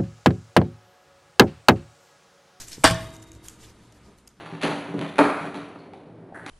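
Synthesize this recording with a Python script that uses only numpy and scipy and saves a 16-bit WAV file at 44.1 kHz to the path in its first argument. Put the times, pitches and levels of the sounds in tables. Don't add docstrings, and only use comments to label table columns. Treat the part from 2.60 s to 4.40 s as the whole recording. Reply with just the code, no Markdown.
import sys
import numpy as np
from scipy import signal
from scipy.io import wavfile
from scipy.ndimage import uniform_filter1d

SR = 44100
rng = np.random.default_rng(int(sys.argv[2]) if len(sys.argv) > 2 else 0)


def amplitude_ratio(level_db):
    exponent = np.asarray(level_db, float) / 20
    return 10 ** exponent


def wav_out(sig):
    wavfile.write(sys.argv[1], SR, np.round(np.clip(np.atleast_2d(sig).T, -1, 1) * 32767).astype(np.int16))


N = 79380

# frequency in Hz, t60 in seconds.
ROOM_DECAY = [(60, 0.27), (250, 0.93), (1000, 0.6), (3000, 0.69), (8000, 0.49), (13000, 0.61)]


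def evened(x):
    return x / np.sqrt(np.mean(x ** 2) + 1e-20)


def smoothed(x, size_0, size_1):
    return uniform_filter1d(uniform_filter1d(x, size=size_0, axis=0), size=size_1, axis=1)


def read(points, hz):
    f, value = np.transpose(points)
    return np.interp(np.log(hz + 1), np.log(f + 1), value)


def add(mix, s, sound):
    part = mix[round(s * SR):][:len(sound)]
    part += sound[:len(part)]


def colour(x, points):
    gain_db = np.maximum(read(points, abs(np.fft.fftfreq(8192, 1 / SR))), -100)
    log_gain = np.log(amplitude_ratio(gain_db))
    taps = np.fft.ifft(np.exp(np.conj(signal.hilbert(log_gain)))).real[:4096]
    return signal.oaconvolve(x, taps / np.linalg.norm(taps))[:len(x)]


def resonate(x, hz, width_hz):
    turn = np.exp(2j * np.pi * hz * np.arange(len(x)) / SR)
    r = np.exp(-np.pi * width_hz / SR)
    return 2 * (turn * signal.lfilter([1 - r], [1, -r], x / turn)).real


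def tail(x, decays):
    hz, t, z = signal.stft(rng.standard_normal(SR), SR, nperseg=256)
    fall_db = -60 * t / read(decays, hz)[:, None]
    h = signal.istft(z * amplitude_ratio(fall_db), SR, nperseg=256)[1]
    h = h * np.minimum(np.arange(len(h)) / SR / 0.0013, 1)
    return signal.fftconvolve(x, h / np.linalg.norm(h))[:N]


def burst(noise, length_ms):
    u = np.arange(len(noise)) / SR * 1000 / length_ms
    return noise * np.minimum(4 * u, 1) * np.exp(-u)


def ring(modes, waver=0., waver_s=.03):
    t = np.arange(SR) / SR
    size = round(waver_s * SR)
    shake = rng.standard_normal((len(modes), SR))
    shake = uniform_filter1d(uniform_filter1d(shake, size=size, axis=1), size=size, axis=1)
    out = np.zeros(SR)
    for (hz, db, t60_s), w in zip(modes, shake):
        out += amplitude_ratio(db - 60 * t / t60_s) * (1 + waver * evened(w)) * np.sin(2 * np.pi * hz * t)
    return out


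def knocks():
    # start in seconds, peak in dB, pitch in Hz, length in ms, bright share 0-1.
    contacts = [(0.237, -11.5, 2310, 5.6, 0.42), (0.2414, 5, 8640, 1.3, 0.3), (0.2417, -0.5, 650, 4.6, 0.1),
                (0.2429, -0.5, 294.2, 7, .05), (.2465, -3, 1090, 1.43, 0.2), (.2490, -3, 4700, 2.1, 0.4),
                (.2500, 1, 772, 2.3, 0.3), (0.252, -0.5, 1571, 1.1, 0), (0.256, -10.5, 2300, 0.78, 0.6),
                (0.2576, -6, 4800, 0.87, 0.4), (0.2599, -9.5, 1900, 1.1, 0.6),
                (0.2651, -2.5, 710, 0.83, 0.5), (0.271, -17, 2500, 0.97, 0.6),
                (0.2733, -14, 7900, 1.2, 0.6), (.2770, -4.5, 1720, 1.2, 0.4),
                (.289, -15.5, 9400, 0.67, 0.4), (0.3, -12, 2300, 1.1, 0.7), (0.3085, -16, 297, 4.3, 0.62),
                (0.309, -22, 8000, 0.71, .6), (0.344, -26, 5900, 1.9, 0.5)]
    # frequency in Hz, level in dB.
    dull_spectrum = [(200, -15.5), (600, -4), (1090, -3), (3240, -14.5), (4760, -20), (6390, -24),
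                     (9180, -33.5), (12600, -49), (13500, -53)]
    bright_spectrum = [(300, -19.5), (2000, -0.5), (5000, 0), (8500, -2.5), (11000, -7.5), (13000, -8)]
    dull, bright, tone = np.zeros((3, N))
    noises = rng.standard_normal((len(contacts), 2, 1500))
    t = np.arange(1500) / SR
    for (s, db, hz, ms, share), noise in zip(contacts, noises):
        add(dull, s, 0.57 * amplitude_ratio(db) * (1 - share) * burst(noise[0], ms))
        add(bright, s, 0.71 * amplitude_ratio(db) * share * burst(noise[1], ms))
        pitched = np.sin(2 * np.pi * hz * t) * np.exp(-t * 1000 / ms)
        if hz > 2000:
            pitched = pitched * np.minimum(hz * t / 3, 1)
        add(tone, s, 0.26 * amplitude_ratio(db) * pitched / abs(pitched).max())
    return colour(dull, dull_spectrum) + colour(bright, bright_spectrum), amplitude_ratio(4) * tone


def table_and_steel():
    # frequency in Hz, level in dB, t60 in seconds.
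    top_modes = [(173.3, -9.5, 0.71), (3112, -3, 0.13), (333.2, -9.5, 0.4), (520.6, -4, 0.32),
                 (483.5, -13.5, 0.29), (801, -3.5, .19), (1084, -2.5, 0.41), (1385, -4, 0.2),
                 (1580, 1, 0.24), (1805, 0, 0.33), (2300, -5, 0.22), (2867, 0, 0.15), (3500, -0.5, 0.25),
                 (4700, -3.5, 0.047)]
    steel_modes = [(258, -14, 2.5), (323, -3, 2.5), (366, -13, 2.5), (942, -14, 2.0), (1227, -11, 2.0),
                   (2089, -15, 2.0), (3230, -19, .8), (3580, -20, .8), (3725, -12, 1.8), (3765, -11, 1.8)]
    steady_top_modes = [(94.5, -13.5, .12), (651.3, -20.5, 0.6)]
    low_modes = [(76, -8, 0.23), (113.2, 0.5, 0.21), (169.7, -3.5, 0.25)]
    blow_s, rebound_s = 0.2417, 0.305
    top_db, steel_db, rebound_db = -24.5, -40, -17.5
    body = np.zeros(N)
    rise = np.minimum(np.arange(SR) / SR / 0.0064, 1)
    blow = amplitude_ratio(top_db) * ring(top_modes, waver=.8, waver_s=.012)
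    blow += amplitude_ratio(steel_db) * ring(steel_modes, waver=.35, waver_s=.03)
    blow += ring(steady_top_modes)
    add(body, blow_s, rise * blow)
    add(body, rebound_s, rise * amplitude_ratio(rebound_db) * ring(low_modes))
    return body


def pliers():
    # frequency in Hz, t60 in seconds.
    rattle_decay = [(60, 0.58), (250, 0.2), (1000, 0.1), (3000, 0.12), (8000, 0.14), (13000, 0.13)]
    tone_to_room_db, rattle_db, room_db = -6, -3.5, -16
    noise, tone = knocks()
    highpass = signal.butter(2, 90, "high", fs=SR, output="sos")
    direct = signal.sosfilt(highpass, noise + tone)
    far = direct - (1 - amplitude_ratio(tone_to_room_db)) * tone
    far = colour(far, [(150, -4.5), (700, -5), (3000, 1.0), (9000, -4.5), (12000, -11)])
    scattered = amplitude_ratio(rattle_db) * tail(far, rattle_decay) + amplitude_ratio(room_db) * tail(far, ROOM_DECAY)
    return direct + table_and_steel() + scattered


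def ticks():
    # start in seconds, peak in dB, pitch in Hz, length in ms.
    tips = [(0.0809, -30.5, 7550, 2.5), (0.0942, -36, 7800, 3.6), (0.111, -44, 6200, 2.2),
            (0.1185, -27.5, 4150, 0.89), (0.1303, -21, 5600, .7), (0.137, -45, 6400, 1.5),
            (.492, -45, 7000, 0.65), (0.5042, -38, 6500, 0.76), (0.5386, -37.5, 8680, 0.76),
            (0.547, -38.5, 5800, 1.8), (0.5545, -40, 6300, 1.6), (0.5644, -36, 6940, 0.83),
            (0.593, -52, 7600, 6.2), (.6240, -37.5, 7200, 1.8), (0.638, -47, 6500, 1.6),
            (0.7175, -32, 6700, 0.68), (0.729, -47, 6520, 2.8), (0.7505, -38, 6560, 0.56),
            (0.7598, -54, 7400, 2.9), (0.8845, -16.5, 6700, 0.3), (0.883, -32, 2480, 0.82),
            (0.8832, -31.5, 3280, 1.7), (.8841, -27, 9400, .3), (.8950, -36, 7670, 1.74),
            (1.3222, -42.5, 5708, 1.48), (1.5847, -44.5, 4020, 0.95), (1.6677, -50, 7460, .8),
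            (1.674, -43, 5400, 0.58), (1.6771, -33, 5030, .8), (1.6744, -35, 8680, 0.52),
            (1.6766, -38.5, 5105, .8), (1.6784, -43, 11800, 0.64), (1.6880, -50.5, 6780, 2.0)]
    # frequency in Hz, level in dB.
    air_spectrum = [(800, -21.5), (2500, -3), (4500, -8), (6600, 3.5), (10500, -6.5), (13500, -12.5)]
    width_hz, tone_db = 420, 4
    wide, tone = np.zeros((2, N))
    for (s, db, hz, ms), noise in zip(tips, rng.standard_normal((len(tips), 1200))):
        u = np.arange(1200) / SR * 1000 / ms
        hit = amplitude_ratio(db) * 0.71 * np.clip(noise, -2, 2) * u * np.exp(-u)
        add(wide, s, hit)
        add(tone, s, 3 * resonate(resonate(hit, hz, width_hz), hz, 2 * width_hz))
    return colour(wide, air_spectrum) + amplitude_ratio(tone_db) * tone


def slips():
    # frequency in Hz, level in dB.
    scrape_spectrum = [(240, 0.5), (400, 6), (2240, -6.5), (2670, -7.5), (2880, -6), (7170, -8),
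                       (10800, -10.5), (12500, -9), (13500, -5.5)]
    slips_per_s, spread_db, decay_cycles = 21000, 2.5, 3.2
    size = amplitude_ratio(spread_db * np.minimum(rng.exponential(1, N), 4)) * (rng.random(N) < slips_per_s / SR)
    which = rng.integers(0, 30, N)
    t = np.arange(300) / SR
    out = np.zeros(N)
    for k, hz in enumerate(np.geomspace(1500, 13000, num=30)):
        grain = hz * np.exp(-t * hz / decay_cycles) * np.sin(2 * np.pi * hz * t)
        out += signal.oaconvolve(size * (which == k), grain)[:N]
    return evened(colour(out, scrape_spectrum))


def slide():
    # start in seconds, length in seconds, level in dB, pitch in Hz.
    strokes = [(-.03, .12, -41, 6500), (-.03, 0.13, -60, 12200), (-.03, 0.095, -56.5, 1110),
               (0.063, 0.094, -48, 7700), (0.109, 0.084, -43, 5400), (0.142, 0.36, -52.5, 7760),
               (.33, 0.13, -59, 3600), (0.371, 0.2, -54, 8500), (0.518, 0.1, -57, 7470),
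               (0.609, 0.034, -83, 7380), (0.617, 0.044, -56.5, 8340), (0.664, 0.056, -60, 6900),
               (0.728, 0.077, -62.5, 7440), (0.823, 0.14, -53.5, 8810), (.84, .06, -60, 11000),
               (0.878, 0.15, -59.5, 7160), (0.986, 0.15, -55, 6790), (1.024, 0.063, -58, 3170),
               (1.072, 0.08, -62.5, 5000), (1.2, 0.11, -70, 8400), (1.338, 0.071, -68, 10000),
               (1.092, 0.023, -66, 6100), (1.426, 0.12, -66.5, 4870), (1.57, 0.061, -66, 8990),
               (1.689, 0.049, -67.5, 5860)]
    tone_width_hz, tone_db = 380, -14
    grit = slips()
    t = np.arange(N) / SR
    out = np.zeros(N)
    for s, length_s, db, hz in strokes:
        push = np.sin(np.pi * np.clip((t - s) / length_s, 0, 1) ** 0.54) ** 2
        broad = evened(resonate(grit, hz, 0.71 * hz))
        narrow = evened(resonate(grit, hz, tone_width_hz))
        out += amplitude_ratio(db) * push * (broad + amplitude_ratio(tone_db) * narrow)
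    return out


def thuds():
    # start in seconds, peak in dB, pitch in Hz, t60 in seconds.
    taps = [
        (0.18, -25, 277, 0.019),
        (0.189, -37.5, 138, 0.14),
        (.395, -34, 112, 0.77),
        (0.672, -45, 64, 0.5),
        (0.757, -39, 104.7, 0.21),
        (1.36, -54, 111.2, .08),
        (1.469, -49.5, 206, 0.16),
        (1.479, -53, 402.4, 0.22),
    ]
    out = np.zeros(N)
    t = np.arange(SR // 4) / SR
    for (s, db, hz, t60_s), noise in zip(taps, rng.standard_normal((len(taps), SR // 4))):
        fuzz = evened(resonate(resonate(noise, hz, hz), hz, hz))
        tone = np.sin(2 * np.pi * hz * t) + .5 * fuzz
        add(out, s, amplitude_ratio(db - 60 * t / t60_s) * np.minimum(t * hz, 1) * tone)
    return out


def hum():
    # frequency in Hz, level in dB.
    air_spectrum = [(15, -11), (25, -34), (64, 2), (86, -9.5), (205, -8), (544, -18.5), (1110, -22),
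                    (9840, -37), (13500, -59.5)]
    # frequency in Hz, width in Hz, level in dB.
    peaks = [(60, 21, -3), (112, 3.6, 1), (205, 14, -7.5), (282, 29, -11.5), (303.8, 17, -8.5),
             (370.3, 2.9, -11.5), (438, 6.5, -11), (933, 52, -10.5), (1221, 17, -12)]
    # time in seconds, level in dB.
    drift = [(0, 1), (.15, 1), (.3, 7.5), (.7, 2), (1.1, 3), (1.501, 1.5), (1.621, -2.5), (1.8, -3.5)]
    hum_db, peak_db, patch_db = -56.5, -2.5, 1.5
    white = rng.standard_normal((2, N + 8192))
    z = signal.stft(white[0], nperseg=512)[2]
    patches = evened(smoothed(rng.standard_normal(z.shape), 12, 8))
    air = signal.istft(z * amplitude_ratio(patch_db * patches), nperseg=512)[1][:N + 8192]
    air = evened(colour(air, air_spectrum))
    lines = evened(sum(amplitude_ratio(db) * evened(resonate(white[1], hz, width_hz)) for hz, width_hz, db in peaks))
    s, db = np.transpose(drift)
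    level = amplitude_ratio(hum_db + np.interp(np.arange(N) / SR, s, db))
    return level * (air + amplitude_ratio(peak_db) * lines)[-N:]


def side_treble(mid):
    # from in seconds, to in seconds.
    alike = [
        (.088, .135),
        (.217, .325),
        (.553, .577),
        (.705, .742),
        (.872, .925),
        (1.657, 1.678),
    ]
    side_db, tilt_db, fade_s, gap_share = -4.5, 3, .006, .9
    t = np.arange(N) / SR
    apart = np.prod([np.clip(np.maximum(a - t, t - b) / fade_s, 0, 1) for a, b in alike], axis=0)
    hz, _, z = signal.stft(mid * apart, SR, nperseg=512)
    gain_db = read([(3600, -tilt_db), (12000, tilt_db)], hz) - 200 * (hz < 4300)
    patches = evened(smoothed(rng.standard_normal(z.shape), 14, 8))
    z = abs(z) * amplitude_ratio(gain_db)[:, None] * np.exp(2j * np.pi * rng.random(z.shape))
    z = z * (patches < gap_share + (hz[:, None] - 6000) / 3000)
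    return amplitude_ratio(side_db) * apart * signal.istft(z, SR, nperseg=512)[1][:N]


def scene():
    ring_room_db = -16
    rings = ticks() + slide()
    mid = pliers() + rings + amplitude_ratio(ring_room_db) * tail(rings, ROOM_DECAY) + thuds() + hum()
    side = side_treble(mid)
    return mid + np.array([side, -side])


def top_cut(x):
    return signal.sosfilt(signal.butter(12, 14140, fs=SR, output="sos"), x)


def record(dry):
    mid = dry.mean(0)
    x = dry - mid + np.tanh(mid * 1.02) / 1.02
    lowpass = signal.firwin(255, 13120, window=("kaiser", 7), fs=SR)
    x = signal.oaconvolve(x, lowpass[None], "same")
    return top_cut(x)


dry = scene()
out = record(dry)
wav_out(out)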